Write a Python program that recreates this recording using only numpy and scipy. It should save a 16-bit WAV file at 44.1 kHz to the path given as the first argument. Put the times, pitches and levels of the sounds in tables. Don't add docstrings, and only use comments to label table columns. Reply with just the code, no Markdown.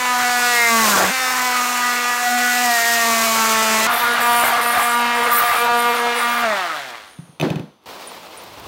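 import sys
import numpy as np
from scipy import signal
from scipy.fft import rfft, irfft
from scipy.io import wavfile

SR = 44100
rng = np.random.default_rng(int(sys.argv[2]) if len(sys.argv) > 2 else 0)


def file_out(sig):
    cols = np.atleast_2d(sig).T
    lim = np.clip(cols, -1, 1)
    pcm = np.round(lim * 32767).astype(np.int16)
    wavfile.write(sys.argv[1], SR, pcm)


N = 382347
TIME = np.arange(N) / SR

LIFT_S = 6.426

# (time [s], relative buzz level [dB], relative chatter level [dB], relative rasp level [dB])
FIRST_FEED = [(0, -21.5, -28.5, -31.5), (.5, -18, -27.5, -22), (.9, -17.5, -26, -19),
              (1.1, -20, -26.5, -27.5), (1.3, -21.5, -25, -25), (2.1, -22.5, -26, -27.5),
              (2.4, -22, -26.5, -24), (3.0, -20, -26.5, -20), (3.87, -17.5, -24, -22.5)]
SECOND_FEED = [(3.87, -21.5, -26.5, -30), (4.35, -17.5, -24, -29), (4.65, -20, -25.5, -29),
               (5.0, -20.5, -25, -31.5), (5.5, -19, -25.5, -30.5), (5.8, -20.5, -26.5, -32.5),
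               (6.4, -22.5, -23.5, -29), (7.3, -17, -21.5, -34.5)]
# (frequency [Hz], relative level [dB])
FIRST_TONE = [(170, -18), (480, -18.5), (720, -10), (1000, -10), (2000, -9.5), (3200, -20), (7300, -24),
              (10500, -30), (13000, -56), (15500, -39)]
FIRST_CHATTER = [(40, -10), (100, -14), (160, -25), (260, -13), (560, -10.5), (1090, -0.5), (1600, -0.5),
                 (3000, -7), (5000, -26.5)]
FIRST_RASP = [(1500, -11), (2500, -5), (3800, -3), (7000, 0), (8300, -3.5), (10200, -9.5), (13300, -5),
              (16000, -9.5)]
SECOND_TONE = [(60, -28), (240, -19.5), (480, -13), (715, -5.5), (1400, -7), (2000, -10.5), (3000, -17.5),
               (4300, -26), (9000, -36)]
SECOND_CHATTER = [(40, -43), (100, -43), (230, -6.5), (430, -19), (700, 0), (1000, -1.5), (1250, 2),
                  (2200, -4.5), (5000, -27)]
SECOND_RASP = [(1500, 3), (2500, -1), (3500, 5), (5700, -6), (9600, -11.5), (12800, -14.5), (16000, -15)]
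# (time [s], swing rate [Hz])
SPEED = [(0, 250.4), (.12, 247.3), (.5, 242.9), (.82, 223.5), (.98, 189.9), (1.1, 191.3), (1.112, 261),
         (1.35, 252.8), (1.59, 246.6), (2.05, 243.2), (2.63, 245.4), (2.8, 231.6), (2.91, 234.4),
         (3.21, 226.6), (3.4, 223.2), (3.8, 219.4), (3.865, 222.6)]
# (middle [s], width between 1/e points [s], rise of the chatter [dB])
BINDS = [(.21, 0.11, 4), (0.405, 0.046, 5), (0.878, 0.19, 6), (0.994, 0.16, 10.5), (1.385, 0.055, 3),
         (3.24, 0.11, 2), (3.403, .1, 3.5), (3.998, 0.24, 8), (4.174, .12, 8.5), (4.48, .12, 11.5),
         (4.586, 0.15, 6.5), (4.773, 0.12, 8), (5.167, .06, 0), (5.303, 0.15, 7), (5.402, 0.11, 7.5),
         (5.544, 0.12, 8.5), (5.667, 0.056, 6), (5.97, 0.069, 7), (6.21, 0.052, 5)]
BIND_BUZZ, BIND_RASP = -0.42, 0.43
HELD_HZ = 238.5
COAST_S = 0.72
COAST_DB = (38, 18, 1.5)
COAST_END_DB = (34, 60, 52)
COAST_STUMBLE = 0.4
GROWL_HZ, GROWL_WIDTH_HZ, GROWL_GAIN = 696, 530, 4.3


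def saw(feed, tone, chatter, rasp):
    coast = np.maximum(TIME - LIFT_S, 0)
    (first_hz,), _ = curves(SPEED)
    driven_hz = np.where(TIME < SECOND_FEED[0][0], first_hz, HELD_HZ)
    hz = driven_hz * np.exp(-coast / COAST_S)

    feed_db, on = curves(feed)
    bind = np.max([db * np.exp(-(2 * (TIME - middle) / width) ** 2) for middle, width, db in BINDS], axis=0)
    buzz_db, chatter_db, rasp_db = (
        db + share * bind - loss * coast - end_loss * coast ** 3
        for db, share, loss, end_loss in zip(feed_db, (BIND_BUZZ, 1, BIND_RASP), COAST_DB, COAST_END_DB))

    chatter_share = 1 / (1 + undb(2 * (buzz_db - chatter_db)))
    stumble = np.where(coast > 0, COAST_STUMBLE, 1) * chatter_share
    out, swing = np.zeros((2, N))
    out[on], swing[on] = buzz(hz[on], buzz_db[on], stumble[on], TIME[on], tone)

    bangs = rng.standard_normal(N) * np.exp(0.54 * swing) * undb(3 * walk(300))
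    out += undb(chatter_db) * unit(colour(clatter(bangs), chatter))
    drag = np.clip(1 - hz / HELD_HZ, 0, 1) * (coast == 0)
    growl = resonate(bangs, [(GROWL_HZ, GROWL_WIDTH_HZ, 0)])
    out += undb(chatter_db) * GROWL_GAIN * drag * growl

    teeth = rng.standard_normal(N) * np.exp(0.23 * swing) * undb(1.0 * walk(44) + 1.1 * walk(350))
    out += undb(rasp_db) * unit(colour(teeth, rasp))
    return out * on, swing


def buzz(hz, level_db, stumble, t, tone):
    phase = np.cumsum(hz) / SR + 0.045 * stumble * walk(45, t)
    out = 0
    for k in range(1, 58):
        lift_db = lift(t, k * hz)
        fade_db = 7 * np.abs(walk(6, t)) * undb(-lift_db)
        share_db = 6 + shape_db(tone, k * hz) + lift_db - fade_db
        shake = (k > 1) * stumble * walk(40, t)
        sink_db = (k > 1) * stumble * 5
        gain = np.sqrt(2) * undb(level_db + share_db + 6 * shake - sink_db)
        out = out + gain * np.sin(2 * np.pi * (k * phase + 0.22 * shake + rng.random()))
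    return out, np.cos(2 * np.pi * phase)


# (start [s], length [s], centre frequency [Hz], lift [dB])
SWELLS = [(0, .2, 990, 6.5), (0.126, 0.68, 700, 4.5), (0.096, 0.14, 1230, 5.5), (0.47, 0.22, 1895, 9),
          (0.688, 0.38, 1130, 7.5), (0.708, 0.42, 215, 8.5), (0.146, 0.37, 1470, 5.5), (.5, 0.19, 2097, 9),
          (0.853, .2, 1040, 7.5), (0.596, 0.24, 460, 3), (1.13, 0.13, 1805, 4), (1.177, 0.12, 1290, 3.5),
          (1.351, 0.19, 750, 3.5), (1.324, .2, 1000, 4.5), (1.49, 0.73, 1225, 5.5), (1.8, .4, 1967, 3.5),
          (2.216, 1.11, 730, 8.5), (2.26, 0.38, 1470, 6.5), (2.24, .85, 1904, 7.5), (2.3, 0.42, 245, 6.5),
          (3.002, 0.76, 1134, 4.5), (3.051, 0.91, 222, 4), (3.302, 0.32, 890, 4), (3.35, 0.7, 1377, 5.5),
          (4.1, 2.35, 1180, 4.5), (4.048, .12, 1430, 6.5), (4.63, .15, 715, 1), (4.246, 0.27, 973, 3),
          (4.951, .33, 950, 3.5), (4.95, .15, 239, 4), (5.138, 0.28, 480, 5), (5.604, 0.6, 483, 6.5),
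          (5.648, 0.15, 715, 5), (5.655, 0.4, 943, 2.5), (6.253, .42, 653, 7.5), (6.237, .3, 229, 3.5),
          (6.477, .1, 1870, 7), (6.65, 0.13, 1260, 8), (1.2, .12, 3600, 7), (1.2, .15, 5370, 8.5)]
SWELL_WIDTH_HZ, SWELL_EDGE_S = 63, 0.046


def lift(t, hz):
    t0, f = t[::64], hz[::64]
    db = sum(rise_db * hold(start, length, SWELL_EDGE_S, t0)
             * np.exp(-((f - centre) / SWELL_WIDTH_HZ) ** 4)
             for start, length, centre, rise_db in SWELLS)
    return np.interp(t, t0, db)


def clatter(bangs):
    out = 0.5 * bangs
    for hz in 420 * 1.13 ** np.arange(16):
        mode = signal.lfilter(*signal.iirpeak(hz, 10, SR), bangs)
        out = out + undb(5 * walk(18)) * mode
    return out


# (start [s], length [s], low squeal frequency [Hz], relative low, middle and high mode levels [dB, dB, dB])
SQUEALS = [(3.902, 0.24, 9300, -37.5, -35, -42), (4.208, 0.27, 9200, -25, -31, -31),
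           (4.62, 0.19, 9200, -31.5, -37, -40), (4.793, 0.15, 9300, -31.5, -44, -40),
           (5.148, 0.18, 9170, -34.5, -46, -35), (5.317, 0.0696, 9140, -28, -45, -19.5),
           (5.449, 0.19, 9380, -34.5, -34.5, -40), (5.699, 0.27, 9230, -39, -51, -48),
           (6.15, 0.18, 9300, -38, -52, -40)]
# (ratio to the low squeal frequency, noise bandwidth [Hz], relative level [dB])
LOW_MODES = [(1, 280, 1.5), (.83, 370, -6), (1.09, 450, -1.5)]
MIDDLE_MODES = [(1.17, 400, -6), (1.315, 550, 6)]
HIGH_MODES = [(1.505, 300, 2), (1.69, 300, 0)]
SQUEAL_EDGE_S, SQUEAL_T60_S = 0.025, 0.38
SQUEAL_REST_DB = (-51, -49.5, -57)


def squeal(swing):
    start, length, pitch, *levels = np.transpose(SQUEALS)
    hz = np.interp(TIME, start + length / 2, pitch)
    gates = np.array([hold(a, np.inf, SQUEAL_EDGE_S) * undb(-60 * np.maximum(TIME - a - b, 0) / SQUEAL_T60_S)
                      for a, b in zip(start, length)])
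    running = hold(start[0], LIFT_S - start[0], SQUEAL_EDGE_S)
    out = 0
    for db, rest_db, modes in zip(levels, SQUEAL_REST_DB, (LOW_MODES, MIDDLE_MODES, HIGH_MODES)):
        envelope = undb(db) @ gates + undb(rest_db) * running
        for ratio, width_hz, mode_db in modes:
            scratch = rng.standard_normal(N) * np.exp(0.6 * swing) * undb(1.5 * walk(60) + 4.5 * walk(10))
            band = signal.lfilter([1], [1, -np.exp(-np.pi * width_hz / SR)], scratch)
            carrier = np.sin(2 * np.pi * np.cumsum(ratio * hz) / SR)
            out = out + undb(mode_db) * envelope * unit(band) * carrier
    return out


# (time [s], relative thud, crack and rattle levels [dB, dB, dB])
DROPS = [(7.187, -24, -57, -56), (7.245, -40, -70, -67), (7.29, -36, -70, -60), (7.399, -24, -27.5, -24.5),
         (7.412, -19, -21.5, -29), (7.425, -10.5, -49, -13.5), (7.45, -33, -45, -27),
         (7.503, -11.5, -29.5, -23.5), (7.558, -15, -36, -30), (7.596, -17, -42, -36)]
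# (frequency [Hz], relative level [dB], decay time T60 [s])
BOARDS = [(147.3, 8.5, 0.24), (168, 14.5, 0.16), (193, 3, 0.087), (257, -2.5, 0.26), (290, -1, 0.089),
          (431, -17, 0.098)]
SAW_BODY = [(2570, 8.5, 0.022), (3000, 6, 0.016), (3550, 4.5, 0.017), (6140, -5, 0.029)]
BLADE = [(6100, -56, 1.3), (9776, -50, .7)]
# (frequency [Hz], relative level [dB])
RATTLE = [(200, 6), (320, 5), (640, -2), (1500, -13.5), (4000, -21.5), (9000, -41.5), (16000, -41)]
HARD_LANDING = 3


def drop():
    times, thud_db, crack_db, rattle_db = np.transpose(DROPS)
    push = signal.windows.hann(120)
    thud = strike(times, thud_db - 16.0, np.convolve(ring(BOARDS), push / push.sum()))
    no_bass = signal.butter(3, 110, "high", fs=SR, output="sos")
    thud = signal.sosfilt(no_bass, thud)
    crack = strike(times, crack_db, ring(SAW_BODY) + 0.48 * burst(0.024))
    rattle = colour(strike(times, rattle_db + 14.0, burst(0.3)), RATTLE)
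    blade = strike(times[[HARD_LANDING]], 0, ring(BLADE))
    return thud + crack + rattle + blade


# (time [s], scrape level [dB], rumble level [dB])
SLIDE = [(7.858, -37, -51), (7.956, -36, -58), (8.356, -39, -57), (8.67, -38.5, -43)]
# (frequency [Hz], relative level per Hz [dB])
PLANK = [(150, -10.5), (545, -1), (1060, -0.5), (1600, -9), (2700, -9), (4160, -10.5), (7000, -20),
         (11000, -23.5), (15600, -21), (16500, -24)]
# (time [s], relative level [dB])
PINGS = [(8.0731, -29.5), (8.3739, -34)]
# (frequency [Hz], relative level [dB], decay time T60 [s])
PING_MODES = [(9590, 0.5, 0.1), (9400, -12, .06), (12900, -20, .05), (8050, -8, .03)]
# (time [s], relative level [dB])
GRIT = [(7.8384, -48), (7.8935, -32), (8.0097, -32), (8.1514, -29), (8.4194, -36), (8.4382, -27),
        (8.5984, -30)]


def plank():
    (scrape_db, rumble_db), gate = curves(SLIDE)
    rub = rng.standard_normal(N) * undb(1.2 * walk(50) + 0.46 * walk(380))
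    scrape = undb(scrape_db) * unit(colour(rub, PLANK))
    rumble = undb(rumble_db) * unit(resonate(rng.standard_normal(N), [(90, 180, 0)]))
    snap = np.diff(burst(0.008), 2) / 3
    pings = strike(*np.transpose(PINGS), ring(PING_MODES))
    return gate * (scrape + rumble) + pings + strike(*np.transpose(GRIT), snap)


# (time [s], level [dB])
ROOM_LEVEL = [(0, -53), (7.38, -53), (7.6, -48), (7.8, -59), (7.855, -52)]
# (frequency [Hz], relative level per Hz [dB])
ROOM = [(60, -6), (150, -13), (250, -3), (393, -5.5), (1260, -8), (1700, -18), (3580, -15), (7840, -33),
        (9170, -29), (16000, -36)]
# (time [s], relative level [dB])
WHINE = [(7.0, -71), (7.1, -55), (7.35, -62.5), (7.45, -81)]


def room():
    (hush_db,), quiet = curves(ROOM_LEVEL)
    (whine_db,), on = curves(WHINE)
    whine = resonate(rng.standard_normal(N), [(9300, 450, 1.5), (6500, 600, -6)])
    hush = unit(colour(rng.standard_normal(N), ROOM))
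    return quiet * undb(hush_db) * hush + on * undb(whine_db) * whine


def undb(db):
    return 10 ** (np.asarray(db) / 20)


def unit(x):
    return x / np.sqrt(np.mean(x ** 2))


def curves(table):
    s, *columns = np.transpose(table)
    gate = (TIME >= s[0]) & (TIME <= s[-1])
    return [np.interp(TIME, s, c) for c in columns], gate


def hold(start, length, edge, t=TIME):
    return np.clip(np.minimum(t - start, start + length - t) / edge + 0.5, 0, 1)


def walk(rate, t=TIME):
    steps = rng.standard_normal(int(N / SR * 400) + 2)
    return np.interp(t * rate, np.arange(len(steps)), steps)


def shape_db(points, hz):
    f, db = np.transpose(points)
    return np.interp(np.log(hz), np.log(f), db, db[0] - 31.5, db[-1] - 32.5)


def colour(x, points):
    hz = np.maximum(np.arange(2049) * SR / 4096, 1)
    cepstrum = irfft(np.log(undb(shape_db(points, hz))))
    cepstrum[1:2048] *= 2
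    cepstrum[2049:] = 0
    response = irfft(np.exp(rfft(cepstrum)))
    return signal.fftconvolve(x, response)[:N]


def resonate(x, peaks):
    return sum(undb(db) * unit(signal.lfilter(*signal.iirpeak(hz, hz / width, SR), x))
               for hz, width, db in peaks)


def ring(modes):
    t = TIME[:SR]
    return sum(undb(db) * np.sin(2 * np.pi * hz * t) * np.exp(-np.log(1000) * t / t60)
               for hz, db, t60 in modes)


def burst(t60):
    return rng.standard_normal(SR) * np.exp(-np.log(1000) * TIME[:SR] / t60)


def strike(times, db, sound):
    blows = np.zeros(N)
    blows[(np.asarray(times) * SR).astype(int)] = undb(db)
    return signal.fftconvolve(blows, sound)[:N]


def scene():
    first, _ = saw(FIRST_FEED, FIRST_TONE, FIRST_CHATTER, FIRST_RASP)
    second, swing = saw(SECOND_FEED, SECOND_TONE, SECOND_CHATTER, SECOND_RASP)
    mono = first + second + squeal(swing) + drop() + room() + plank()
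    return np.array([mono, mono])


def record(dry):
    ceiling = 0.36
    soft = ceiling * np.tanh(dry / ceiling)
    thin = signal.sosfilt(signal.butter(4, 55, "high", fs=SR, output="sos"), soft)
    return signal.sosfilt(signal.ellip(10, 0.2, 80, 15750, fs=SR, output="sos"), thin)


dry = scene()
out = record(dry)
file_out(out)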